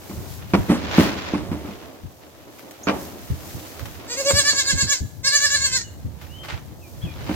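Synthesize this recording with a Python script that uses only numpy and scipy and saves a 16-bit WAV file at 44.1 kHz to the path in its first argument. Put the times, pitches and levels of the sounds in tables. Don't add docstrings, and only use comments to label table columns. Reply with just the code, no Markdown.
import sys
import numpy as np
from scipy import signal
from scipy.fft import rfft, irfft
from scipy.io import wavfile
from scipy.ndimage import uniform_filter1d, map_coordinates

SR = 44100
rng = np.random.default_rng(int(sys.argv[2]) if len(sys.argv) > 2 else 0)


def to_wav(s):
    ch = np.atleast_2d(s).T
    pcm = np.round(np.clip(ch, -1, 1) * 32767)
    wavfile.write(sys.argv[1], SR, pcm.astype(np.int16))


N = 324128
TIME = np.arange(N) / SR

# f/Hz, density/dB
HISS_SPECTRUM = [(2000, -5.5), (4000, 3.5), (6500, 6), (8700, 1), (11000, 2), (13500, 6.5), (16000, 2)]


def from_db(db):
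    return 10 ** (np.asarray(db) / 20)


def rms_one(x):
    return x / np.sqrt(np.mean(x ** 2) + 1e-20)


def at_hz(points, hz):
    f, value = np.transpose(points)
    return np.interp(np.log(np.maximum(hz, 1)), np.log(f), value)


def in_time(rows, t):
    s, *columns = np.transpose(rows)
    return [np.interp(t, s, c) for c in columns]


def drift(rate_hz, size=N):
    knots = rng.standard_normal(size // 8 + 4)
    return map_coordinates(knots, [np.arange(size) * min(rate_hz / SR, 1 / 8)], order=2, mode="wrap")


def coloured(spectrum, correlation, size=N):
    gain = from_db(at_hz(spectrum, np.fft.rfftfreq(size, 1 / SR)))
    mid, side = irfft(rfft(rng.standard_normal((2, size))) * gain, size)
    return rms_one(np.sqrt(1 + correlation) * mid + np.sqrt(1 - correlation) * side * [[1], [-1]])


def butter(x, kind, hz, order=2):
    return signal.sosfilt(signal.butter(order, hz, kind, fs=SR, output="sos"), x)


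def resonance(x, hz, width_hz):
    r = np.exp(-np.pi * width_hz / SR)
    feedback = [1, -2 * r * np.cos(2 * np.pi * hz / SR), r * r]
    return signal.lfilter(np.array([1, 0, -1]) * (1 - r * r) / 2, feedback, x)


def add(track, s, sound):
    at = max(round(s * SR), 0)
    track[:, at:at + sound.shape[-1]] += sound[..., :N - at]


def panned(x, pan_db):
    return x * rms_one(from_db([[pan_db / 2], [-pan_db / 2]]))


def at_ports(x, pan_db, lag_s=.0001):
    left, right = x
    late_right = map_coordinates(right, [np.arange(N) - lag_s * SR], order=3)
    return panned(np.array([left, late_right]), pan_db)


def straw(shuffle_follows=0.59, usual_tread_db=-48.5):
    # t/s, level/dB
    treading = [(0, -50.5), (.2, -47), (.48, -49), (.8, -36.5), (1.03, -23), (1.15, -32.5), (1.33, -34.5),
                (1.48, -49.5), (1.72, -44), (2.12, -56.5), (2.85, -49), (3.96, -45.5), (4.4, -42.5),
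                (5.12, -60), (6.0, -57), (6.48, -52), (6.85, -59), (7.35, -37)]
    # t/s, level/dB
    hiss_level = [(0, -44.5), (.14, -41), (.43, -49), (.68, -43), (.87, -46.5), (1.01, -30), (1.12, -48.5),
                  (2.3, -53.5), (3.55, -40), (3.75, -44.5), (5.1, -50.5), (6.8, -52), (7.35, -46.5)]
    # f/Hz, density/dB
    shuffle_spectrum = [(70, -36), (130, -11), (200, -8), (300, 2), (420, -5), (600, -3.5), (900, -10),
                        (1400, -20.5), (2500, -46)]
    rustle_spectrum = [(500, -11.5), (1000, 1.5), (2000, -0.5), (3200, -3), (5000, -8.5), (7000, -14.5),
                       (8500, -34), (15000, -26)]
    tread_db, = in_time(treading, TIME)
    shuffle_db = -44.5 + shuffle_follows * (tread_db - usual_tread_db) + 2 * drift(25)
    shuffle = from_db(shuffle_db) * coloured(shuffle_spectrum, 0.53)
    rustle_db = tread_db - 1 + 1.2 * drift(45) + 2 * drift(300)
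    rustle = from_db(rustle_db) * coloured(rustle_spectrum, 0.12)
    hiss_db = in_time(hiss_level, TIME)[0] - 2 + 2.5 * drift(8.9) + drift(320)
    hiss = from_db(hiss_db) * coloured(HISS_SPECTRUM, 0.057)
    return at_ports(shuffle + rustle, pan_db=-0.62) + panned(hiss, pan_db=0.46)


def air(gust_db=5, eddy_hz=76.7, rise_s=0.015, puff_gain_db=3):
    # t/s, level/dB
    draught = [(0, -42.5), (1.6, -37), (1.8, -54), (2.8, -55), (3.0, -44), (7.35, -40)]
    # t/s, level/dB, pan/dB
    puffs = [(0.168, -26.5, -15), (0.578, -16, -2), (0.996, -19, 1.0), (2.033, -26.5, 5), (3.3, -16, 3),
             (3.537, -25, -2), (3.805, -26, -29), (4.328, -17, 2), (4.726, -19, -0.5), (4.822, -20.5, -2),
             (5.005, -20, 0), (6.041, -23.5, 6), (6.521, -24, -10), (7.03, -18.5, 6)]
    # f/Hz, density/dB
    eddy = [(20, -38), (45, -17), (eddy_hz, 0), (1.45 * eddy_hz, -4), (220, -16), (400, -30),
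            (1000, -55), (4000, -90)]
    gusts_db = gust_db * np.array([drift(5.4), drift(5.5)])
    out = from_db(in_time(draught, TIME)[0] + gusts_db) * coloured(eddy, 0)
    t = TIME[:SR // 4]
    swell = t / rise_s * np.exp(1 - t / rise_s)
    for s, db, pan_db in puffs:
        puff = coloured(eddy, 0, len(t)) * swell
        puff /= np.abs(puff).max(axis=1, keepdims=True)
        add(out, s, panned(puff * from_db(db + puff_gain_db), pan_db))
    return out


def floor_boom(force):
    # f/Hz, width/Hz, level/dB
    modes = [(90, 7.8, -21), (200.2, 7.8, 0.5), (230.5, 19.6, -1.5), (292.8, 34, 4), (365, 24, -45),
             (538, 20, -7.5), (760, 47, -52)]
    boom = sum(from_db(db) * resonance(force, hz, width) / np.sqrt(width) for hz, width, db in modes)
    return boom / np.sqrt(uniform_filter1d(boom ** 2, size=1100).max())


def thumps(grain_db=3, push_s=0.0016, rebound=0.89, split_hz=910, body_fade=0.71, crackle_fade=0.25):
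    # t/s, rise/s, hold/s, thud/dB, crunch/dB, fade/s
    landings = [(0.091, 0.0062, 0.0145, -31.5, -43, 0.41), (0.535, 0.00056, 0.015, -13, -18, 0.15),
                (0.677, 0.021, .022, -11, -27, 0.23), (0.974, 0.00874, 0.016, -9.5, -18, 0.3),
                (1.334, 0.0013, 0.021, -19, -29, 0.4), (1.512, 0.0032, 0.016, -22.5, -34.5, 0.35),
                (1.633, 0.015, 0.047, -33, -43, 0.12), (2.869, 0.0016, 0.0257, -19.5, -18, 0.43),
                (4.296, 0.0097, 0.0088, -38, -21.5, 0.05), (4.529, 0.0022, 0.0032, -44.5, -27, 0.025),
                (7.281, .014, 0.021, -23, -31, 0.11)]
    # f/Hz, density/dB
    crunch_spectrum = [(200, -47), (450, 9.5), (800, 7.5), (1200, 7), (1800, -2.5), (2400, 1),
                       (3500, -10.5), (6000, -15), (8500, -60), (15000, -43)]
    out, t = np.zeros((2, N)), TIME[:SR // 2]
    for s, rise_s, hold_s, thud_db, crunch_db, fade_s in landings:
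        fading = np.maximum(t - rise_s - hold_s, 0) / fade_s
        press = np.minimum(t / rise_s, 1) ** 2
        push = np.exp(-(2 * (t - rise_s - push_s) / push_s) ** 2)
        push += rebound * np.exp(-(2 * (t - rise_s - hold_s * 0.866) / push_s) ** 2)
        rumble = floor_boom(rng.standard_normal(SR))[-len(t):]
        rumble /= np.sqrt(uniform_filter1d(rumble ** 2, size=1500))
        rumble *= press * from_db(-6 - 35 * fading)
        add(out, s, from_db(thud_db - 1) * (floor_boom(push) + rumble))
        crunch = coloured(crunch_spectrum, 0.43, len(t)) * from_db(grain_db * drift(537, len(t)) - 1)
        body = butter(crunch, "low", split_hz)
        for part, fade_share in ((body, body_fade), (crunch - body, crackle_fade)):
            add(out, s, press * from_db(crunch_db - 60 * fading / fade_share) * part)
    out = at_ports(out, pan_db=-1.3)
    return out + shelter(out, early_db=-15, late_db=-16, early_s=.02)


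def shelter(x, early_db, late_db, early_s):
    # f/Hz, T60/s
    t60 = [(150, 0.51), (600, 0.86), (2000, 0.65), (5000, 0.48), (9000, 0.43), (16000, 0.1)]
    t = TIME[:SR // 2]
    white, tail = rng.standard_normal((2, len(t))), 0
    edges_hz = np.geomspace(80, 17000, 9)
    for low, high in zip(edges_hz, edges_hz[1:]):
        tail += butter(white, "band", [low, high]) * from_db(-60 * t / at_hz(t60, np.sqrt(low * high)))
    early = rng.standard_normal((2, len(t))) * np.exp(-t / early_s) * (t > .003)
    response = from_db(early_db) * rms_one(early) + from_db(late_db) * rms_one(tail * (t > .012))
    return signal.fftconvolve(x, response / np.sqrt(len(t)), axes=1)[:, :N]


def scuffs(grain_db=4, rise_s=0.0054):
    # t/s, length/s, scrape/dB, snap/dB
    bursts = [(0.416, 0.015, -41.5, -62), (2.229, 0.011, -43, -55), (2.582, 0.028, -47, -50),
              (2.708, 0.0074, -39, -35.5), (3.788, 0.017, -37, -41.5), (3.854, 0.011, -34, -39),
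              (6.209, 0.057, -45.5, -52.5), (6.432, 0.038, -40, -49), (6.481, 0.072, -33.5, -56)]
    # f/Hz, density/dB
    scrape_spectrum = [(240, -32), (400, -4), (816, 0), (1160, -1), (2150, -1), (3050, -4), (6820, -17),
                       (9230, -29), (15000, -41)]
    out, t = np.zeros((2, N)), TIME[:SR // 4]
    for s, length_s, scrape_db, snap_db in bursts:
        envelope = np.minimum(t / rise_s, 1) * np.exp(-(t / length_s) ** 2)
        scrape = from_db(scrape_db) * coloured(scrape_spectrum, 0.25, len(t))
        snap = from_db(snap_db) * coloured(HISS_SPECTRUM, .1, len(t))
        add(out, s, from_db(grain_db * drift(616, len(t))) * envelope * (scrape + snap))
    return out + shelter(out, early_db=-4, late_db=-17, early_s=0.015)


def birds():
    # t/s, length/s, start/Hz, middle/Hz, end/Hz, level/dB
    notes = [(2.83, 0.017, 5300, 6550, 7550, -33.5), (4.247, 0.013, 5750, 6400, 7440, -23),
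             (5.831, 0.063, 2950, 2905, 2800, -46), (6.275, 0.22, 2560, 3122, 2910, -44.5),
             (6.808, 0.082, 2820, 2440, 2360, -49.5), (7.011, 0.053, 2970, 3386, 2770, -39.5),
             (7.044, 0.1, 2850, 2420, 2500, -44.5)]
    out = np.zeros((2, N))
    for s, length_s, *glide_hz, db in notes:
        u = np.linspace(0, 1, round(length_s * SR))
        hz = np.polyval(np.polyfit([0, .5, 1], glide_hz, 2), u)
        add(out, s, from_db(db) * np.sin(np.pi * u) * np.sin(2 * np.pi * np.cumsum(hz) / SR))
    return out + shelter(out, early_db=-5, late_db=-7, early_s=.02)


def throbs_of(effort, first_s, end_s, first_length_s, settled_length_s=.113, settle_throbs=2.7):
    unsettled = np.exp(-np.arange(12) / settle_throbs)
    lengths_s = settled_length_s + (first_length_s - settled_length_s) * unsettled
    s = first_s + np.cumsum(lengths_s) - lengths_s
    s, unsettled = s[s < end_s], unsettled[s < end_s]
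    crest_hz, crest_db = in_time(effort, s)
    drop_hz = np.interp(unsettled, [0, 1], [43.94, 22.06])
    drop_db = np.interp(unsettled, [0, 1], [21, 10])
    drop_hz[-1], drop_db[-1] = 68.9, 15.5
    return s, crest_hz, crest_hz - drop_hz, crest_db, crest_db - drop_db


def quaver(throbs, start_s, start_hz, end_s, release_s, t, step_hz=19, break_hz=35.9, drop_s=.013):
    pitch, level = [(start_s, start_hz)], [(start_s, -47)]
    crests_s = [start_s, *throbs[0], end_s + drop_s]
    for s, crest_hz, dip_hz, crest_db, dip_db, last_s, next_s in zip(*throbs, crests_s, crests_s[2:]):
        climb_s, dip_s = s - last_s, s + .42 * (next_s - s)
        pitch += [(s - .42 * climb_s, crest_hz - step_hz), (s - .22 * climb_s, crest_hz - step_hz * .85)]
        pitch += [(s - .03 * climb_s, crest_hz), (s + .003, crest_hz)]
        pitch += [(s + drop_s, max(dip_hz, crest_hz - break_hz)), (dip_s, dip_hz)]
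        level += [(s - .029, crest_db - 5), (s + .0041, crest_db), (dip_s, dip_db)]
    level += [(end_s - drop_s, dip_db), (end_s + release_s, -65)]
    curves = [np.interp(t, *np.transpose(sorted(points))) for points in (pitch, level)]
    return [uniform_filter1d(curve, size=200) for curve in curves]


def bleat(effort, start_s, first_s, end_s, first_length_s, start_hz, roughness):
    # f/Hz, level/dB
    open_mouth = [(560, -23), (1100, -14), (1500, -9.5), (1760, 6), (2200, -10), (2800, -14), (3500, -11),
                  (4400, -1.5), (5100, -8), (6100, -6.5), (7500, -4.5), (9000, -23.5), (10500, -30),
                  (14500, -33.5)]
    shut_mouth = [(560, 10), (1100, -7.5), (1700, -5), (2700, -3), (3400, -9.5), (4500, 0.5), (5600, -6),
                  (7700, -2), (10000, -21.5), (14500, -23)]
    # t/s, open/0-1
    mouth = [(4.13, 0.35), (4.21, 0), (4.3, 0), (4.39, 0.5), (4.49, 0.87)]
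    slack_hz, bright_from_hz, release_s = 558, 9200, 0.018
    jitter, shimmer, rasp_db = 0.0249, .4, -7
    t = start_s + TIME[:SR]
    throbs = throbs_of(effort, first_s, end_s, first_length_s)
    pitch_hz, level_db = quaver(throbs, start_s, start_hz, end_s, release_s, t)
    crest_hz, crest_db = in_time(effort, t)
    opening, = in_time(mouth, t)
    sag_db = np.maximum(crest_db - level_db - 6, 0)
    rough = np.clip(roughness + 0.005 * np.maximum(slack_hz - crest_hz, 0) + 0.19 * sag_db, 0, 1)
    phase = 2 * np.pi * np.cumsum(pitch_hz * (1 + jitter * (rough + .05) * drift(500, SR))) / SR
    voice = 0
    for k in range(1, 29):
        hz = k * pitch_hz
        colour_db = opening * at_hz(open_mouth, hz) + (1 - opening) * at_hz(shut_mouth, hz)
        colour_db += np.clip(hz / bright_from_hz - 1, 0, .5) * 2 * (4 - 1.3 * sag_db)
        wander_db = 4.5 * min(k / 10, 1) * drift(36.3, SR)
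        throat_phase = rng.uniform(0, 2 * np.pi)
        voice += from_db(colour_db + wander_db) * np.sin(k * phase + throat_phase)
    voice /= np.sqrt(uniform_filter1d(voice ** 2, size=600) + 1e-9)
    spurts = coloured(open_mouth, 1, SR)[0] * (1 + np.cos(phase))
    rasp = from_db(rasp_db) * np.sqrt(rough) * butter(spurts, "high", 4000, order=4)
    voice *= 1 + shimmer * rough * drift(400, SR)
    return (voice + rasp) * from_db(level_db) * (t < end_s + release_s)


def kid(gain_db=-2, wall_delay_s=0.04):
    # t/s, pitch/Hz, level/dB
    first_effort = [(4.13, 494.7, -25), (4.21, 563, -20), (4.301, 575.3, -12), (4.481, 593.5, -11),
                    (4.59, 565, -14.5), (4.789, 555, -15.5), (4.92, 573.3, -14)]
    second_effort = [(5.274, 562, -14.5), (5.361, 590, -11.5), (5.521, 589.3, -12.5), (5.649, 562, -15.5),
                     (5.76, 533, -16)]
    # start/s, first crest/s, end/s, first throb length/s, start pitch/Hz, roughness/0-1
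    calls = [(4.075, 4.128, 4.995, .078, 431.3, .08), (5.231, 5.276, 5.83, .083, 503.5, 0.06)]
    out = np.zeros((2, N))
    for effort, call in zip((first_effort, second_effort), calls):
        add(out, call[0], bleat(effort, *call))
    out = at_ports(out, pan_db=-0.9) * from_db(gain_db)
    roof = shelter(butter(out, "high", 3200), early_db=-2, late_db=-20, early_s=0.017)
    echo = np.roll(butter(out, "low", 2500), round(wall_delay_s * SR), axis=1)
    return out + roof + shelter(echo, early_db=-24, late_db=-25, early_s=.03)


def scene():
    return straw() + air() + thumps() + scuffs() + birds() + kid()


def record(dry, cutoff_hz=15900):
    lowpass = signal.ellip(10, .1, 80, cutoff_hz, fs=SR, output="sos")
    return signal.sosfilt(lowpass, np.clip(dry, -1, 1))


dry = scene()
out = record(dry)
to_wav(out)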